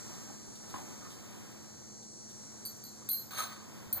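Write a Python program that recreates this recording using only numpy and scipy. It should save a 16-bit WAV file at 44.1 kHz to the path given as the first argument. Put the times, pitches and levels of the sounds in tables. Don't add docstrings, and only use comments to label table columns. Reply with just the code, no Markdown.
import sys
import numpy as np
from scipy import signal
from scipy.fft import rfft, irfft
from scipy.io import wavfile

SR = 44100
rng = np.random.default_rng(int(sys.argv[2]) if len(sys.argv) > 2 else 0)


def linear_from_db(decibels):
    return 10 ** (np.asarray(decibels, float) / 20)


def unload_audio(sound):
    columns = np.transpose(np.atleast_2d(sound))
    steps = np.round(np.clip(columns, -1, 1) * 32767)
    wavfile.write(sys.argv[1], SR, steps.astype(np.int16))


N = 176400

# (time [s], level [dB])
MOTOR_LEVEL = [(0, -49), (.4, -52), (1.0, -53), (1.35, -55.5), (1.8, -54.5), (2.2, -51.5), (2.6, -52.5),
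               (3.0, -54), (3.3, -60), (4, -61.5)]
# (time [s], tooth rate [Hz])
TOOTH_RATE = [(0, 203.8), (.5, 203.6), (1.25, 203.6), (1.75, 203.85), (2.25, 204.25), (2.75, 204.65),
              (3.1, 204.4), (4, 204.6)]
MULTIPLE_LEVELS = [-8.5, -15.5, -8.5, -21, -9, -11.5, -41, -1, -0.5, 0.5, -5.5, -8.5, -2, -4, -21, -4, -1.5,
                   -3.5, -3, -2.5, -8, -2.5, -12, -10, -16.5, -16.5]
FIRST_MULTIPLE = 20
SHAFT_HZ, SIDE_LINE_DB = 56.93, -12
WHINE_WANDER_DB, WHINE_WANDER_HZ = 2.2, 1.5
# (frequency [Hz], level [dB])
HISS_SPECTRUM = [(3500, -14), (4500, -1), (5700, 1), (7800, 3.5), (8600, -16), (9400, -46)]
# (time [s], level [dB])
HISS_COURSE = [(0, -60.5), (1.2, -62), (1.4, -63.5), (1.9, -64), (2.2, -64.5), (3.0, -56.5), (3.6, -58),
               (4, -62.5)]
# (frequency [Hz], level [dB], lead of the left channel [rad])
HUM_LINES = [(119.7, -68.5, 1.3), (215.8, -60.5, 1.46), (324.2, -69.5, 1.31)]
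# (frequency [Hz], level [dB])
AIR_SPECTRUM = [(25, -36), (60, -10), (120, -1), (250, -1), (600, -11.5), (1000, -11), (2000, -17.5),
                (3500, -21), (9000, -28.5), (16000, -23)]
# (time [s], level [dB])
AIR_COURSE = [(0, -55), (.8, -52.5), (1.2, -55), (1.4, -56.5), (2, -59), (3, -55.5), (4, -54)]
# (frequency [Hz], level [dB])
WIDE_SPECTRUM = [(25, -30), (60, -14.5), (95, 1.5), (130, 0), (250, -0.5), (600, -7.5), (900, -12),
                 (1300, -46), (2000, -55)]
WIDE_NOISE_DB, WIDE_CORRELATION = -59, 0.37
# (time [s], level [dB], length [s])
SCUFF_EVENTS = [(.135, -59, 0.047), (.55, -57, 0.034), (0.689, -55.5, 0.048), (0.742, -57.5, 0.1),
                (1.098, -53.5, 0.066), (2.02, -63, 0.043), (2.289, -59, 0.048), (2.427, -68, 0.031),
                (3.83, -70, 0.026)]
# (frequency [Hz], level [dB])
SCUFF_SPECTRUM = [(1500, -8), (3500, 15.5), (6000, 11), (10000, 7), (16000, 5.5)]
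# (time [s], peak level [dB], pitch [Hz], fall by 60 dB [s])
PAW_BUMPS = [(0.288, -43.5, 800, 0.25), (0.476, -42.5, 270, 0.044), (0.631, -45.5, 800, 0.11),
             (0.74, -29.5, 1010, 0.038), (0.758, -33.5, 1036, 0.053), (0.781, -40.5, 844, 0.26),
             (1.017, -46, 1250, 0.19), (1.049, -45, 1240, 0.27), (3.019, -52, 1180, .1)]
# (multiple of the bump's pitch [ratio], level [dB])
FLOOR_MODES = [(.37, 1.5), (1.0001, 4.5), (.8, -8.5), (1.45, -7.5), (1.9, -14.5), (2.3, -12), (2.8, -15)]
# (frequency [Hz], level [dB], fall by 60 dB [s])
BELL_GROUPS = [
    [(4140, -12, 0.3), (4160, 0, 0.3)],
    [(4500, -7, .14), (4569, 0, 0.15), (4595, -5, .22), (4637, -8, 0.22)],
    [(9030, 0, 0.15), (9065, -3, 0.15), (9180, -8, 0.13), (9290, -12, .11)],
    [(11919, 0, .21), (11951, -1, .2)],
    [(12440, -12, .18), (12545, -3, 0.2), (12595, 0, 0.27), (12680, -8, .16)],
    [(14290, -9, .15), (14330, 0, .16), (14348, -1.5, .16), (14405, -12, .16)],
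]
# (time [s], level of each of the six groups [dB], crack level [dB])
BELL_STRIKES = [(2.651, -59, -42.5, -49, -60, -45, -46, -43),
                (2.657, -59, -44, -45.5, -60, -43.5, -49, -54), (2.837, -63, -49, -58, -51, -53, -64, -54),
                (2.849, -54.5, -55, -64, -61, -59, -68, -66),
                (3.0886, -54, -54, -39.5, -34, -36, -38, -29.5), (3.098, -43, -50, -47, -47, -39, -44, -56),
                (3.113, -50.5, -54, -39, -36, -37, -38, -54), (3.141, -44.5, -56, -59, -44, -44, -44, -62),
                (3.17, -60, -52, -58, -54, -52, -49, -66), (3.927, -52, -51.5, -40.5, -45, -40, -28, -33)]
GROUP_PAN = [0, 0, -1.2, -.3, -.3, 3]
CONTACT_T60_S = 0.0054
CRACK_T60_S, CRACK_HIGH_PASS_HZ = 0.014, 4000
RATTLES_PER_S, RATTLE_DB, RATTLE_T60_S = 120, -16, 0.33
# (time [s], level [dB])
SCRAPE_LEVEL = [(3.304, -79), (3.309, -45.5), (3.34, -42.5), (3.365, -43), (3.385, -31), (3.42, -34.5),
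                (3.47, -40.5), (3.55, -50), (3.66, -60)]
# (frequency [Hz], level [dB])
SCRAPE_SPECTRUM = [(300, -22), (700, -15), (1500, 13), (3000, 3), (5000, 2), (8000, 1), (11000, -1),
                   (16000, -20)]
# (frequency [Hz], width [Hz], level [dB])
SCRAPE_MODES = [(800, 32, -16.5), (1269, 100, -3.5), (1610, 250, -8.5), (4210, 170, -11), (4460, 150, -6),
                (6490, 100, -4.5), (9200, 450, -5.5), (12400, 200, -9.5), (13900, 180, -15),
                (15050, 140, -2)]
SCRAPE_GRAINS_PER_S, SCRAPE_FLICKER_DB = 4000, 2.5
DULL_FROM_S, DULL_DB_PER_S, DULL_ABOVE_HZ = 3.43, 60, 5200
# (time [s], peak level [dB], resonance [Hz], fall by 60 dB [s])
LOW_THUD = (3.86, -52.5, 91, 0.8)
# (time [s], peak level [dB], upper band edge [Hz], fall by 60 dB, negative for a rise [s])
LAST_SWELL = (3.9465, -38.5, 1900, -0.2)
ROOM_T60_S, ROOM_DB, ROOM_GAP_S = 0.21, -6, 0.0033
OWN_TAIL_DB = -17.5
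RIGHT_LAG_SAMPLES = 16


def rms_one(x):
    return x / np.sqrt(np.mean(x ** 2) + 1e-20)


def in_time(rows):
    s, *columns = np.transpose(rows)
    return [np.interp(np.arange(N) / SR, s, column) for column in columns]


def coloured(x, spectrum):
    hz, db = np.transpose(spectrum)
    f = np.maximum(np.arange(N // 2 + 1) * SR / N, 1)
    gain = linear_from_db(np.interp(np.log(f), np.log(hz), db))
    return rms_one(irfft(rfft(x) * gain, N))


def drift(rate_hz):
    r = np.exp(-200 * np.pi * rate_hz / SR)
    slow = signal.lfilter([1], [1, -2 * r, r * r], rng.standard_normal(N // 100 + 1002))[1000:]
    return np.interp(np.arange(N) / 100, np.arange(len(slow)), rms_one(slow))


def ring(clicks, hz, t60):
    r, w = linear_from_db(-60 / (t60 * SR)), 2 * np.pi * hz / SR
    return signal.lfilter([0, np.sin(w)], [1, -2 * r * np.cos(w), r * r], clicks + 1e-18)


def dying(s, t60):
    t = np.arange(N) / SR - s
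    return (t >= 0) * linear_from_db(-60 * np.maximum(t, 0) / t60)


def motor():
    rate, = in_time(TOOTH_RATE)
    level_db, = in_time(MOTOR_LEVEL)
    hiss_db, = in_time(HISS_COURSE)
    turn = 2 * np.pi * np.cumsum(rate) / SR
    shaft = 2 * np.pi * SHAFT_HZ * np.arange(N) / SR
    whine = 0
    for k, multiple_db in enumerate(MULTIPLE_LEVELS):
        phase = rng.uniform(0, 2 * np.pi, 3)
        line = (FIRST_MULTIPLE + k) * turn
        side_gain = linear_from_db(SIDE_LINE_DB + WHINE_WANDER_DB * drift(WHINE_WANDER_HZ))
        sides = np.sin(line + shaft + phase[1]) + np.sin(line - shaft + phase[2])
        gain = linear_from_db(multiple_db + WHINE_WANDER_DB * drift(WHINE_WANDER_HZ))
        whine = whine + gain * (np.sin(line + phase[0]) + side_gain * sides)
    hiss = coloured(rng.standard_normal(N), HISS_SPECTRUM)
    return linear_from_db(level_db) * rms_one(whine) + linear_from_db(hiss_db) * hiss


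def hum():
    t = np.arange(N) / SR
    out = 0
    for hz, db, lead in HUM_LINES:
        phase = 2 * np.pi * hz * t + 0.44 * drift(2.9) + np.array([[lead], [0]])
        out = out + linear_from_db(db + 1.26 * drift(7.8)) * np.sqrt(2) * np.sin(phase)
    return out


def room_noise():
    level_db, = in_time(AIR_COURSE)
    return linear_from_db(level_db + 3.1 * drift(0.98)) * coloured(rng.standard_normal(N), AIR_SPECTRUM)


def wide_noise():
    mid = np.sqrt(1 + WIDE_CORRELATION) * coloured(rng.standard_normal(N), WIDE_SPECTRUM)
    side = np.sqrt(1 - WIDE_CORRELATION) * coloured(rng.standard_normal(N), WIDE_SPECTRUM)
    return linear_from_db(WIDE_NOISE_DB) * (mid + side * [[1], [-1]]) / np.sqrt(2)


def scuffs():
    t = np.arange(N) / SR
    swell = 0
    for s, db, length in SCUFF_EVENTS:
        progress = np.clip((t - s) / length, 0, 1)
        swell = swell + linear_from_db(db) * np.sin(np.pi * progress ** 0.58)
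    return swell * coloured(rng.standard_normal(N), SCUFF_SPECTRUM)


def bumps():
    out, white = 0, rng.standard_normal(N)
    for s, db, hz, t60 in PAW_BUMPS:
        burst = white * dying(s, t60)
        bump = sum(linear_from_db(mode_db) * ring(burst, hz * ratio, 15.5 / hz) for ratio, mode_db in FLOOR_MODES)
        out = out + linear_from_db(db) * bump / np.abs(bump).max()
    return out


def bell():
    out, strikes = 0, np.array(BELL_STRIKES)
    starts = (strikes[:, 0] * SR).astype(int)
    soft = 2 * (1 - linear_from_db(-60 / (CONTACT_T60_S * SR)))
    touch = rng.random(N) < RATTLES_PER_S / SR
    for k, group in enumerate(BELL_GROUPS):
        fading = sum(linear_from_db(row[k + 1]) * dying(row[0], RATTLE_T60_S) for row in BELL_STRIKES)
        rattle = linear_from_db(RATTLE_DB) * touch * fading
        pan = linear_from_db(GROUP_PAN[k] * np.array([[.5], [-.5]]))
        for hz, db, t60 in group:
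            clicks = rattle * rng.standard_normal(N)
            clicks[starts] = linear_from_db(strikes[:, k + 1] + rng.normal(0, 1.0, len(strikes)))
            push = soft * ring(clicks, hz, CONTACT_T60_S)
            out = out + pan * linear_from_db(db) * ring(push, hz, t60)
    high_pass = signal.butter(1, CRACK_HIGH_PASS_HZ, "high", fs=SR, output="sos")
    crack = signal.sosfilt(high_pass, rng.standard_normal(N))
    return out + crack * sum(linear_from_db(row[-1]) * dying(row[0], CRACK_T60_S) for row in BELL_STRIKES)


def scrape():
    t = np.arange(N) / SR
    grains = rng.standard_normal(N) * (0.5 + (rng.random(N) < SCRAPE_GRAINS_PER_S / SR))
    out = coloured(grains, SCRAPE_SPECTRUM)
    for hz, width_hz, db in SCRAPE_MODES:
        t60 = np.log(1000) / (np.pi * width_hz)
        flicker = linear_from_db(db + SCRAPE_FLICKER_DB * drift(14.0))
        out = out + flicker * rms_one(ring(grains, hz, t60))
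    low_pass = signal.butter(2, DULL_ABOVE_HZ, fs=SR, output="sos")
    treble = (out - signal.sosfiltfilt(low_pass, out)) / out.std()
    treble_gain = linear_from_db(-DULL_DB_PER_S * np.maximum(t - DULL_FROM_S, 0))
    out = rms_one(out) + (treble_gain - 1) * treble
    level_db, = in_time(SCRAPE_LEVEL)
    sounding = (t > SCRAPE_LEVEL[0][0]) * (t < SCRAPE_LEVEL[-1][0])
    return linear_from_db(level_db + 0.9 * drift(30.0)) * out * sounding


def thud():
    s, db, hz, t60 = LOW_THUD
    burst = rng.standard_normal(N) * dying(s, t60)
    low = ring(ring(burst, hz, 6.7 / hz), hz, 6.7 / hz)
    return linear_from_db(db) * low / np.abs(low).max()


def last_swell():
    s, db, hz, t60 = LAST_SWELL
    band = signal.butter(2, [hz / 5, hz], "band", fs=SR, output="sos")
    swell = signal.sosfilt(band, rng.standard_normal(N) * dying(s, t60))
    return linear_from_db(db) * swell / np.abs(swell).max()


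def room(x):
    t = np.arange(SR) / SR
    tail = rng.standard_normal(SR) * linear_from_db(-60 * t / ROOM_T60_S) * (t > ROOM_GAP_S)
    return linear_from_db(ROOM_DB) * signal.fftconvolve(x, tail / np.sqrt(np.sum(tail ** 2)))[:N]


def scene():
    close = scuffs() + bumps() + bell() + last_swell()
    middle, rub = close.mean(axis=0), scrape()
    left, right = close + room(middle) + rub + motor() + room_noise()
    own_tails = linear_from_db(OWN_TAIL_DB) * np.array([room(middle + rub), room(middle + rub)])
    main = np.array([left, -np.roll(right, RIGHT_LAG_SAMPLES)])
    return main + own_tails + wide_noise() + hum() + thud()


def band_limit(x):
    return signal.sosfilt(signal.butter(12, 16530, fs=SR, output="sos"), x)


def record(dry):
    low_pass = signal.cheby2(12, 60, 15900, fs=SR, output="sos")
    mix = signal.sosfilt(low_pass, dry)
    return band_limit(mix)


dry = scene()
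out = record(dry)
unload_audio(out)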